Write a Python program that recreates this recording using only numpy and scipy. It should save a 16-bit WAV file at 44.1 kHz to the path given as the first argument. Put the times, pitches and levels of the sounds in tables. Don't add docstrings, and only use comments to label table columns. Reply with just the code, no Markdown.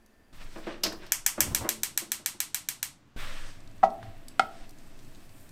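import sys
import numpy as np
from scipy import signal
from scipy.fft import rfft, irfft, next_fast_len
from scipy.io import wavfile
from scipy.ndimage import uniform_filter1d

SR = 44100
rng = np.random.default_rng(int(sys.argv[2]) if len(sys.argv) > 2 else 0)


def field_ratio(decibels):
    return 10 ** (np.asarray(decibels, dtype=float) / 20)


def digitize_waveform(pressure):
    field = np.atleast_2d(pressure).T
    bounded = np.clip(field, -1, 1)
    quanta = np.round(bounded * 32767).astype(np.int16)
    wavfile.write(sys.argv[1], SR, quanta)


N = 242991

CUTS = [
    0.327,
    3.1625,
]

# f/Hz, spectral level/dB per Hz
WORKTOP_AIR = [(18, -12), (30, -2), (75, -2), (141, -15), (227, -6), (259, -6.5), (486, -12), (1320, -20),
               (1590, -18.5), (3770, -29.5), (10200, -34), (13300, -35), (16000, -37)]
STOVE_AIR = [(18, -45.5), (30, -27.5), (75, -6.5), (161, -5.5), (252, -17.5), (303, -8), (364, -26),
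             (1100, -22.5), (1280, -23.5), (7270, -38.5), (13500, -69), (16000, -64)]
PAN_AIR = [(18, -25), (30, -21), (75, -18), (124, -10.5), (170, -16), (287, -12.5), (473, -27.5),
           (666, -19.5), (721, -25.5), (1390, -30), (1720, -28.5), (2540, -32.5), (6800, -42.5),
           (8100, -38.5), (9500, -46), (15500, -47), (15900, -65.5)]
WORKTOP_AIR_DB, STOVE_AIR_DB, PAN_AIR_DB = -63.5, -61, -56
# f/Hz, level/dB
HUM = [(212, -76.5), (1780, -76.5), (2600, -85), (4720, -83.5)]

CALM_DB = [-64.5, -65, -54]
# t/s, level/dB, hold/s
GUSTS = [(0.4, -41.5, 0.27), (.75, -47, 0.3), (1.2, -47.5, 0.033), (1.52, -42.5, 0.022), (1.7, -59, 0.23),
         (3.17, -32.5, 0.27), (3.66, -41, 0.012), (3.83, -41.5, 0.024), (4.1, -45.5, 0.17),
         (4.61, -39.5, 0.019), (4.8, -44, 0.36), (5.25, -50.5, 0.18)]
GUST_RISE_DB_S, GUST_FALL_DB_S = 106.5, 115

# t/s, peak level/dB, ring f/Hz, top f/Hz
TICKS = [(0.061, -48.5, 9400, 14000), (3.6032, -39.5, 8060, 8000), (3.6745, -36, 5440, 7000),
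         (3.713, -45, 4770, 9000), (3.758, -55, 4290, 7000), (3.78, -45, 8200, 8060),
         (3.902, -34.5, 5460, 7060), (4.2828, -27.5, 8260, 11800), (4.5514, -46.5, 4000, 6950),
         (4.569, -40, 3600, 5000), (4.776, -50, 7960, 9000), (4.997, -42.5, 5930, 6500),
         (5.155, -37, 5200, 6000), (4.6927, -38.5, 8500, 15000), (4.7074, -42.5, 8700, 14100),
         (4.785, -42, 7870, 10100), (4.991, -35.5, 5300, 7040), (5.047, -42, 4770, 8000),
         (5.148, -35.5, 4400, 7000), (5.2924, -40, 4470, 7000), (5.491, -38.5, 8640, 11960)]

# t/s, level/dB, hold/s, brightness/dB
SLEEVE_MOVES = [(0.331, -65, .03, -8.5), (0.416, -58, 0.021, -9.5), (0.517, -65, 0.076, -2),
                (0.675, -55, 0.054, -15), (0.724, -71, 0.011, -23), (1.034, -57.5, 0.021, -13),
                (1.068, -75, 0.011, -13), (3.168, -61, .02, -19), (3.201, -52.5, 0.077, -8.5),
                (3.302, -58, 0.12, -4.5), (3.471, -61.5, 0.018, -0.5), (3.597, -77, 0.61, -12.5),
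                (4.042, -65, 0.018, -27.5), (4.125, -75, 0.3, -18), (4.528, -66.5, 0.11, -5),
                (4.788, -78.5, 0.46, 3), (5.372, -87, 0.099, 6.5)]
MOVE_RISE_DB_S, MOVE_FALL_DB_S = 238, 134.5
# f/Hz, spectral level/dB per Hz
CLOTH_BODY = [(290, -58), (500, -6.5), (642, -7), (735, -10), (766, -9.5), (1760, -6), (2140, -8.5),
              (3600, -11), (6000, -23), (7800, -68.5), (13200, -120)]
CLOTH_SHEEN = [(3000, -5), (5000, 3), (7000, -2), (8300, 1), (10000, -10.5), (13000, -15), (15500, -22),
               (15900, -55)]
# t/s, level/dB, hold/s
SWISH = [
    (3.19, -44.5, 0.034),
    (3.3, -52, 0.092),
]
SWISH_RISE_DB_S, SWISH_FALL_DB_S = 803, 98

PUFF_DB = [-93, -71, -62]
ROAR_DB = [-83, -67, -69.5]
PUFF_LUMPS_DB, PUFF_LUMPS_PER_S = 5.5, 12
ROAR_LUMPS_DB, ROAR_LUMPS_PER_S = 3.5, 2
# t/s, level/dB, hold/s
PUFFS = [(.36, -47, 0.12), (.58, -45, 0.017), (.87, -40, 0.052), (1.75, -43.5, 0.048), (3.17, -38, 0.071),
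         (3.29, -45, .03), (4.43, -46, 0.016), (5.0, -48.5, 0.68)]
ROARS = [(.33, -71, 0.014), (1.26, -61.5, 0.03), (1.75, -61.5, 0.33), (3.17, -55.5, 0.024),
         (3.9, -55.5, 0.032), (4.04, -57, 0.013), (4.43, -61, 0.04), (4.95, -66, 0.31)]
BURN_RISE_DB_S, BURN_FALL_DB_S = 202.5, 128
# t/s, level/dB, hold/s
WHUMP = [
    (1.39, -60, 0.022),
    (1.43, -41, 0.055),
    (1.5, -40.5, 0.025),
    (1.61, -40, 0.02),
]
WHUMP_RISE_DB_S, WHUMP_FALL_DB_S = 336.5, 293
# t/s, level/dB, hold/s
FLARE = [
    (1.385, -49, 0.13),
    (1.57, -47.5, 0.075),
    (1.64, -37, 0.014),
    (1.76, -58, 0.045),
]
FLARE_RISE_DB_S, FLARE_FALL_DB_S = 399.5, 353
# f/Hz, spectral level/dB per Hz
FLARE_COLOUR = [(100, -50.5), (170, -4.5), (292, -4.5), (376, -2), (1020, -1.5), (1130, -6.5), (1280, -6.5),
                (3000, -19), (3900, -58), (6600, -120)]
THUD = 1.516, -25, 145, .03
# t/s, level/dB, hold/s
DRONE = [
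    (3.29, -53, 0.016),
    (3.46, -52.5, 0.35),
    (4.05, -45, 0.045),
]
DRONE_RISE_DB_S, DRONE_FALL_DB_S = 249.5, 299.5

# t/s, peak level/dB, hardness f/Hz, contact/s
KNOB = [(0.557, -31.5, 1100, 0.012), (.572, -33.5, 1100, 0.0043), (.667, -24, 800, 0.011),
        (.705, -34.5, 1500, 0.013), (.834, -31.5, 2500, 0.0091), (0.851, -26, 700, 0.00563),
        (0.867, -28, 900, 0.004), (0.927, -34, 1210, 0.0095), (1.027, -41.5, 2480, 0.02),
        (1.377, -25, 900, 0.0066), (1.517, -33, 300, 0.011), (1.607, -35, 900, 0.025),
        (1.643, -25.5, 700, 0.025), (2.016, -36, 450, 0.014), (2.191, -44, 420, 0.0236),
        (2.341, -47.5, 420, 0.024)]
# f/Hz, level/dB, t60/s
STOVE_BODY = [(220, -9.5, 0.33), (317.7, -10, 0.16), (352.4, 2.5, 0.034), (396, -7.5, 0.043),
              (605, -5, 0.048), (674, -15.5, 0.045), (930, -13.5, 0.015), (1120, -12, .05),
              (1430, -9, 0.026), (1870, -14.5, .02), (2500, -3, .02)]
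# t/s, level/dB, ring f/Hz
LATCH = [(0.556, -40, 1820), (.649, -47, 3000), (0.667, -34, 2540), (0.833, -21.5, 5600), (0.835, -6, 4970),
         (.840, -18, 5400), (0.863, -12.5, 2410), (.92, -25.5, 1770), (0.925, -29.5, 4900),
         (1.027, -44, 2520), (1.064, -36.5, 5100)]

# t/s, and the peak level/dB of each
SPARK_S = [1.1202, 1.263, 1.405, 1.5476, 1.6902, 1.8329, 1.9754, 2.1178, 2.2601, 2.4025, 2.5449, 2.687,
           2.8283]
SPARK_DB = [-2.5, -0.5, 1, -3, -4.5, -5.5, -5.5, -6.5, -6, -6.5, -7, -8.5, -8.5]
# f/Hz, spectral level/dB per Hz
SPARK_COLOUR = [(410, -47.5), (640, -9), (1190, -2.5), (1600, 2.5), (2110, 5.5), (2790, 2), (3070, 3),
                (4000, 3), (5890, 2.5), (8540, 8), (9250, 3), (13400, 5.5), (15400, 0.5), (16100, -12),
                (16900, -51.5)]
# delay/ms, signed strength
BOUNCES = [(0, -.27), (.59, -.38), (.74, -1.0), (.82, .4), (.95, .27), (1.27, -1.0), (1.34, .56),
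           (1.43, -.55), (1.59, -.36), (1.765, -1.1), (1.86, .31), (1.95, -.26), (2.15, .33), (2.22, .4),
           (2.52, -.48), (3.22, -.25), (4.74, -.24), (5.76, .25)]
BOUNCE_DB = -0.4
CAP_COLD_DB, CAP_LIT_DB, CAP_SETTLES = -5.9, -19.5, 2

# t/s, level/dB, hardness f/Hz, 0 on edge or 1 flat, slap level/dB
TOUCHES = [
    (3.831, -13, 930, 0, -14.5),
    (3.8341, -8, 990, 0, -19),
    (3.8385, -14, 990, 0, -16.5),
    (4.028, -47, 2990, 0, -27),
    (4.395, -10.5, 4440, 1, -10.5),
    (4.3965, -30, 3020, 1, -23),
]
# f/Hz, level on edge/dB, level flat/dB, t60/s
PAN = [(182, -15, -41, 0.42), (238, -25.5, -21.5, 0.32), (410, -25, -27, 0.3), (674, -25.5, -27, 1),
       (676, -35, 6, 0.026), (777, -27, 11, 0.05), (732, -41, -1.5, 0.038), (597.6, -15.5, -23, 0.35),
       (938, -31.5, -4, 0.073), (1266, 5, 3, 0.04), (1384, 4, 13, 0.027), (1310, -21, -10.5, 0.2),
       (1402, -18, -5.5, 0.066), (1690, 2.5, 6, 0.013), (1957, -0.5, -11, 0.071), (2160, -36, -2, 0.06),
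       (358, -27, -40.5, 0.27), (3220, -24, 0, 0.014), (3810, -48.5, -12, .04), (2540, -8.5, -6, 0.029),
       (5200, -27, -6.5, 0.031), (8200, -40, 4, 0.0097)]
# f/Hz, level/dB, t60/s
PAN_FLOOR = [(1341, -25, .09), (634, -16.5, .076), (664, -13.5, .095), (718, -11.5, .051), (745, -18, .13),
             (792, .3, .027), (759, -9.5, .1), (945, -20, .1), (777, -9, .115), (1063, .1, .014),
             (908, -1, .01), (1291, -28, .11), (1072, -5.5, .027)]
EDGE_S, EDGE_DB = 3.8299, 0.5

# t/s, level/dB, hold/s
SIZZLE = [
    (4.78, -72, 0.089),
    (5.05, -77.5, 0.18),
    (5.36, -66, 0.09),
]

# f/Hz, t60/s
KITCHEN_T60 = [(300, 0.77), (1300, 0.2), (3500, 0.28), (9000, 0.23), (13000, 0.14), (16500, 0.1)]


def rms_one(x):
    return x / np.sqrt(np.mean(x ** 2) + 1e-20)


def at_hz(points, hz):
    table = np.array(points)
    return np.interp(np.log(hz), np.log(table[:, 0]), table[:, 1])


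def add(out, s, sound):
    part = out[round(s * SR):][:len(sound)]
    part += sound[:len(part)]


def above(x, hz):
    return signal.sosfilt(signal.butter(2, hz, "high", fs=SR, output="sos"), x)


def steeply_above(x, hz):
    return above(above(x, hz), hz)


def below(x, hz, order=2):
    return signal.sosfilt(signal.butter(order, hz, fs=SR, output="sos"), x)


def through(x, response):
    return signal.fftconvolve(x, response)[:N]


def drift(rate):
    pole = np.exp(-80 * np.pi * rate / SR)
    steps = rng.standard_normal(N // 40 + 2002)
    slow = signal.lfilter([1], [1, -2 * pole, pole * pole], steps)[2000:]
    return np.interp(np.arange(N) / 40, np.arange(len(slow)), rms_one(slow))


def noise(spectrum, patchy_db, rate):
    long = next_fast_len(N, True)
    hz = np.fft.rfftfreq(long, 1 / SR) + 1
    bins = rfft(rng.standard_normal(long)) * field_ratio(at_hz(spectrum, hz))
    shared = drift(rate)
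    octave = np.maximum(np.log2(hz), 4)
    out = 0
    for centre in range(4, 15, 2):
        share = np.clip(1 - abs(octave - centre) / 2, 0, 1)
        flicker = .7 * shared + .7 * drift(rate)
        out = out + irfft(bins * share, long)[:N] * field_ratio(patchy_db * flicker)
    return rms_one(out)


def ring(clicks, hz, t60):
    r, w = field_ratio(-60 / (t60 * SR)), 2 * np.pi * hz / SR
    return signal.lfilter([0, np.sin(w)], [1, -2 * r * np.cos(w), r * r], clicks + 1e-18)


def blow(s, db, hz, rubbing=0.):
    force = np.zeros(N)
    long = round(rubbing * SR) + 1
    grit = rng.standard_normal(2000)[:long] / np.sqrt(long)
    add(force, s, .3 * grit * (rubbing > 0))
    add(force, s + rubbing / 3, np.ones(1))
    return field_ratio(db) * below(force + 1e-18, hz)


def puff(db, hz, t60):
    t = np.arange(5000) / SR
    burst = below(rng.standard_normal(len(t)), min(hz, 18000))
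    return field_ratio(db - 60 * t / t60) * (1 - np.exp(-40 * t / t60)) * burst


def kitchen(onset_s):
    t = np.arange(SR // 3) / SR
    edges = [100, 250, 600, 1200, 2200, 3800, 6000, 8500, 11000, 13500, 15500, 18000]
    out = 0
    for low, high in zip(edges, edges[1:]):
        sos = signal.butter(2, [low, high], "band", fs=SR, output="sos")
        band = signal.sosfilt(sos, rng.standard_normal(len(t)))
        out = out + band * field_ratio(-60 * t / at_hz(KITCHEN_T60, np.sqrt(low * high)))
    out = out * (1 - np.exp(-t / onset_s))
    return out / np.sqrt(np.sum(out ** 2))


def per_shot(values):
    return np.choose(np.searchsorted(CUTS, np.arange(N) / SR), values)


def swells(rows, rise_db_s, fall_db_s):
    t = np.arange(0, N + 32, 32) / SR
    s, db, hold = (np.array(rows)[:, [k]] for k in range(3))
    early = np.maximum(s - t, 0)
    late = np.maximum(t - s - np.abs(hold), 0)
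    gains = field_ratio(db - rise_db_s * early - fall_db_s * late)
    same_shot = np.searchsorted(CUTS, t) == np.searchsorted(CUTS, s)
    return np.repeat(gains * same_shot, 32, axis=1)[:, :N]


def together(gains):
    return uniform_filter1d(np.sqrt(np.sum(gains ** 2, axis=0)), size=32)


def room_tone():
    whine = sum(field_ratio(db) * rms_one(ring(rng.standard_normal(N), hz, 0.17)) for hz, db in HUM)
    worktop = field_ratio(WORKTOP_AIR_DB) * noise(WORKTOP_AIR, 0.36, 6.8) + whine
    stove = field_ratio(STOVE_AIR_DB) * noise(STOVE_AIR, 0.87, 1.9)
    pan = field_ratio(PAN_AIR_DB) * noise(PAN_AIR, 0.27, 15)
    return per_shot([worktop, stove, pan])


def draught():
    swing = np.sqrt(2) * np.sin(2 * np.pi * np.cumsum(13 + 1.5 * drift(1.0)) / SR)
    rumble = noise([(8, -3), (18, 20.5), (30, 16.5), (50, 6.0), (80, -48.5)], 3.5, 3.4)
    gusts = together(swells(GUSTS, GUST_RISE_DB_S, GUST_FALL_DB_S))
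    return np.hypot(field_ratio(per_shot(CALM_DB)), gusts) * (swing + field_ratio(-12.5) * rumble)


def ticks():
    out = np.zeros(N)
    for s, db, hz, top_hz in TICKS:
        spit = below(puff(db - 3, top_hz, 0.018), 1.2 * top_hz, order=4)
        add(out, s, .1 * ring(spit, hz, .002) + .08 * ring(spit, .68 * hz, .002) + spit)
    return steeply_above(out, 3600)


def sleeve():
    body, sheen = noise(CLOTH_BODY, 1.8, 30), noise(CLOTH_SHEEN, .7, 30)
    moves = field_ratio(7) * swells(SLEEVE_MOVES, MOVE_RISE_DB_S, MOVE_FALL_DB_S)
    brightness = field_ratio(np.array(SLEEVE_MOVES)[:, [3]])
    moving = together(moves) * body + together(moves * brightness) * sheen
    rush = noise([(700, -40), (1100, 6.5), (1800, 8.0), (2300, 4), (3600, 3.0), (5000, -18)], 0.53, 27)
    return moving + together(swells(SWISH, SWISH_RISE_DB_S, SWISH_FALL_DB_S)) * rush


def gas():
    low = noise([(25, -30), (50, -3), (110, 0), (170, -6), (250, -30)], 2.0, 20)
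    roar = noise([(130, -30), (200, 0), (310, 0), (480, -8), (800, -30)], 2.5, 25)
    drone = rms_one(ring(rng.standard_normal(N), 104.0, 0.26))
    boom = noise([(30, -33.5), (60, 7.0), (120, 6.5), (220, -6.0), (330, -3.0), (600, -29.0)], 0.67, 30)
    crackle = noise(FLARE_COLOUR, 4.4, 30)

    mean_puffing = field_ratio(per_shot(PUFF_DB) + PUFF_LUMPS_DB * drift(PUFF_LUMPS_PER_S))
    mean_roaring = field_ratio(per_shot(ROAR_DB) + ROAR_LUMPS_DB * drift(ROAR_LUMPS_PER_S))
    puffing = np.hypot(mean_puffing, together(swells(PUFFS, BURN_RISE_DB_S, BURN_FALL_DB_S)))
    roaring = np.hypot(mean_roaring, together(swells(ROARS, BURN_RISE_DB_S, BURN_FALL_DB_S)))
    burning = field_ratio(-11.5) * puffing * low + roaring * roar

    whump = together(swells(WHUMP, WHUMP_RISE_DB_S, WHUMP_FALL_DB_S)) * boom
    flare = together(swells(FLARE, FLARE_RISE_DB_S, FLARE_FALL_DB_S)) * crackle
    droning = together(swells(DRONE, DRONE_RISE_DB_S, DRONE_FALL_DB_S)) * drone
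    thud_s, thud_db, thud_hz, thud_t60 = THUD
    thud = ring(blow(thud_s, thud_db, 400), thud_hz, thud_t60)
    return burning + whump + thud + flare + droning


def knob():
    forces = np.array([blow(s, db, hz, rubbing) for s, db, hz, rubbing in KNOB])
    shares = field_ratio(rng.normal(0, 1.5, (len(KNOB), len(STOVE_BODY))))
    out = np.zeros(N)
    for k, (hz, db, t60) in enumerate(STOVE_BODY):
        damped_t60 = min(t60, .14 * (312 / hz) + .012)
        out += (-1) ** k * field_ratio(db) * ring(shares[:, k] @ forces, hz, damped_t60)
    for s, db, hz, rubbing in KNOB:
        add(out, s, puff(db + 5.5, 990, 0.14))
    for s, db, hz in LATCH:
        rattle = puff(db, 0.97 * hz, 0.027)
        hard_db = db - 30 * np.log10(max(4600 / hz, 1))
        fizz = above(puff(hard_db - 18, 9000, 0.027), 6000)
        fizz += ring(puff(hard_db - 25.0, 18000, 0.034), 13000, 0.0017)
        fizz += ring(puff(hard_db - 22.0, 9700, 0.14), 5100, 0.0016)
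        add(out, s, 0.093 * ring(rattle, hz, 0.01) + above(rattle, 0.76 * hz) + fizz)
    return steeply_above(out, 190)


def squeak():
    out = np.zeros(N)
    add(out, .739, .1 * ring(puff(-33, 4000, .03), 2680, .012))
    return out


def igniter():
    shared, out = kitchen(0.0012), np.zeros(N)
    cap = signal.butter(2, [5000, 7600], "band", fs=SR, output="sos")
    gap = signal.butter(1, [3500, 4500], "band", fs=SR, output="sos")
    for k, (s, db) in enumerate(zip(SPARK_S, SPARK_DB)):
        cap_db = CAP_LIT_DB + (CAP_COLD_DB - CAP_LIT_DB) * np.exp(-k / CAP_SETTLES)
        paths = shared + 0.17 * kitchen(0.0015)
        paths[:400] += field_ratio(-26) * rng.standard_normal(400) * np.exp(-np.arange(400) / 200)
        for (ms, strength), wander in zip(BOUNCES, rng.normal(1, .18, len(BOUNCES))):
            paths[round(ms * SR / 1000)] += field_ratio(BOUNCE_DB) * .75 * strength * wander
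        if k < 3:
            paths -= .7 * signal.sosfilt(gap, paths)
        add(out, s, field_ratio(db + 1.0) * (paths + field_ratio(cap_db) * signal.sosfilt(cap, paths)))
    power = field_ratio(2 * at_hz(SPARK_COLOUR, np.linspace(1, SR / 2, 200))) + 1e-7
    colour = signal.minimum_phase(signal.firwin2(511, np.linspace(0, 1, 200), power))
    return through(out, colour)


def butter_pat():
    on_edge, on_flat = [sum(blow(s, db - 10.5, hz) for s, db, hz, flat, _ in TOUCHES if round(flat) == way)
                        for way in (0, 1)]
    out = np.zeros(N)
    for k, (hz, edge_db, flat_db, t60) in enumerate(PAN):
        force = field_ratio(edge_db) * on_edge + field_ratio(flat_db) * on_flat
        out += (-1) ** k * ring(force, hz, t60)
    edge = blow(EDGE_S, EDGE_DB, 9000)
    for k, (hz, db, t60) in enumerate(PAN_FLOOR):
        out += (-1) ** k * field_ratio(db) * ring(edge, hz, t60)
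    for s, db, hz, flat, slap_db in TOUCHES:
        add(out, s, puff(slap_db, 0.59 * hz, 0.022) + above(puff(slap_db - 17.5, 4200, 0.09), 1300))
    out -= field_ratio(-4) * above(blow(4.3954, 10, 3600), 1000)
    return steeply_above(out, 140)


def sizzle():
    spitting = noise([(5000, -21), (8000, 4), (9000, 3.0), (10500, -4), (14000, 1), (15700, -4), (16000, -40.5)],
                     2.5, 40)
    whine = field_ratio(per_shot([-120, -120, -76])) * rms_one(ring(rng.standard_normal(N), 2620, 0.077))
    return together(swells(SIZZLE, 148, 120)) * spitting + whine


def scene():
    room = kitchen(0.0015)
    struck = [(knob(), -10), (squeak(), -20), (butter_pat(), -16), (ticks(), -9)]   # (source, room dB)
    heard = sum(x + field_ratio(wet_db) * through(x, room) for x, wet_db in struck)
    return (heard + igniter() + room_tone() + draught() + sleeve() + gas() + sizzle())[None]


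def low_pass(x):
    return signal.sosfilt(signal.butter(12, 16990, fs=SR, output="sos"), x)


def record(dry):
    rounded = .9 * np.tanh(dry / .9)
    mix = signal.sosfilt(signal.cheby2(10, 60, 16900, fs=SR, output="sos"), rounded)
    return low_pass(mix)


dry = scene()
out = record(dry)
digitize_waveform(out)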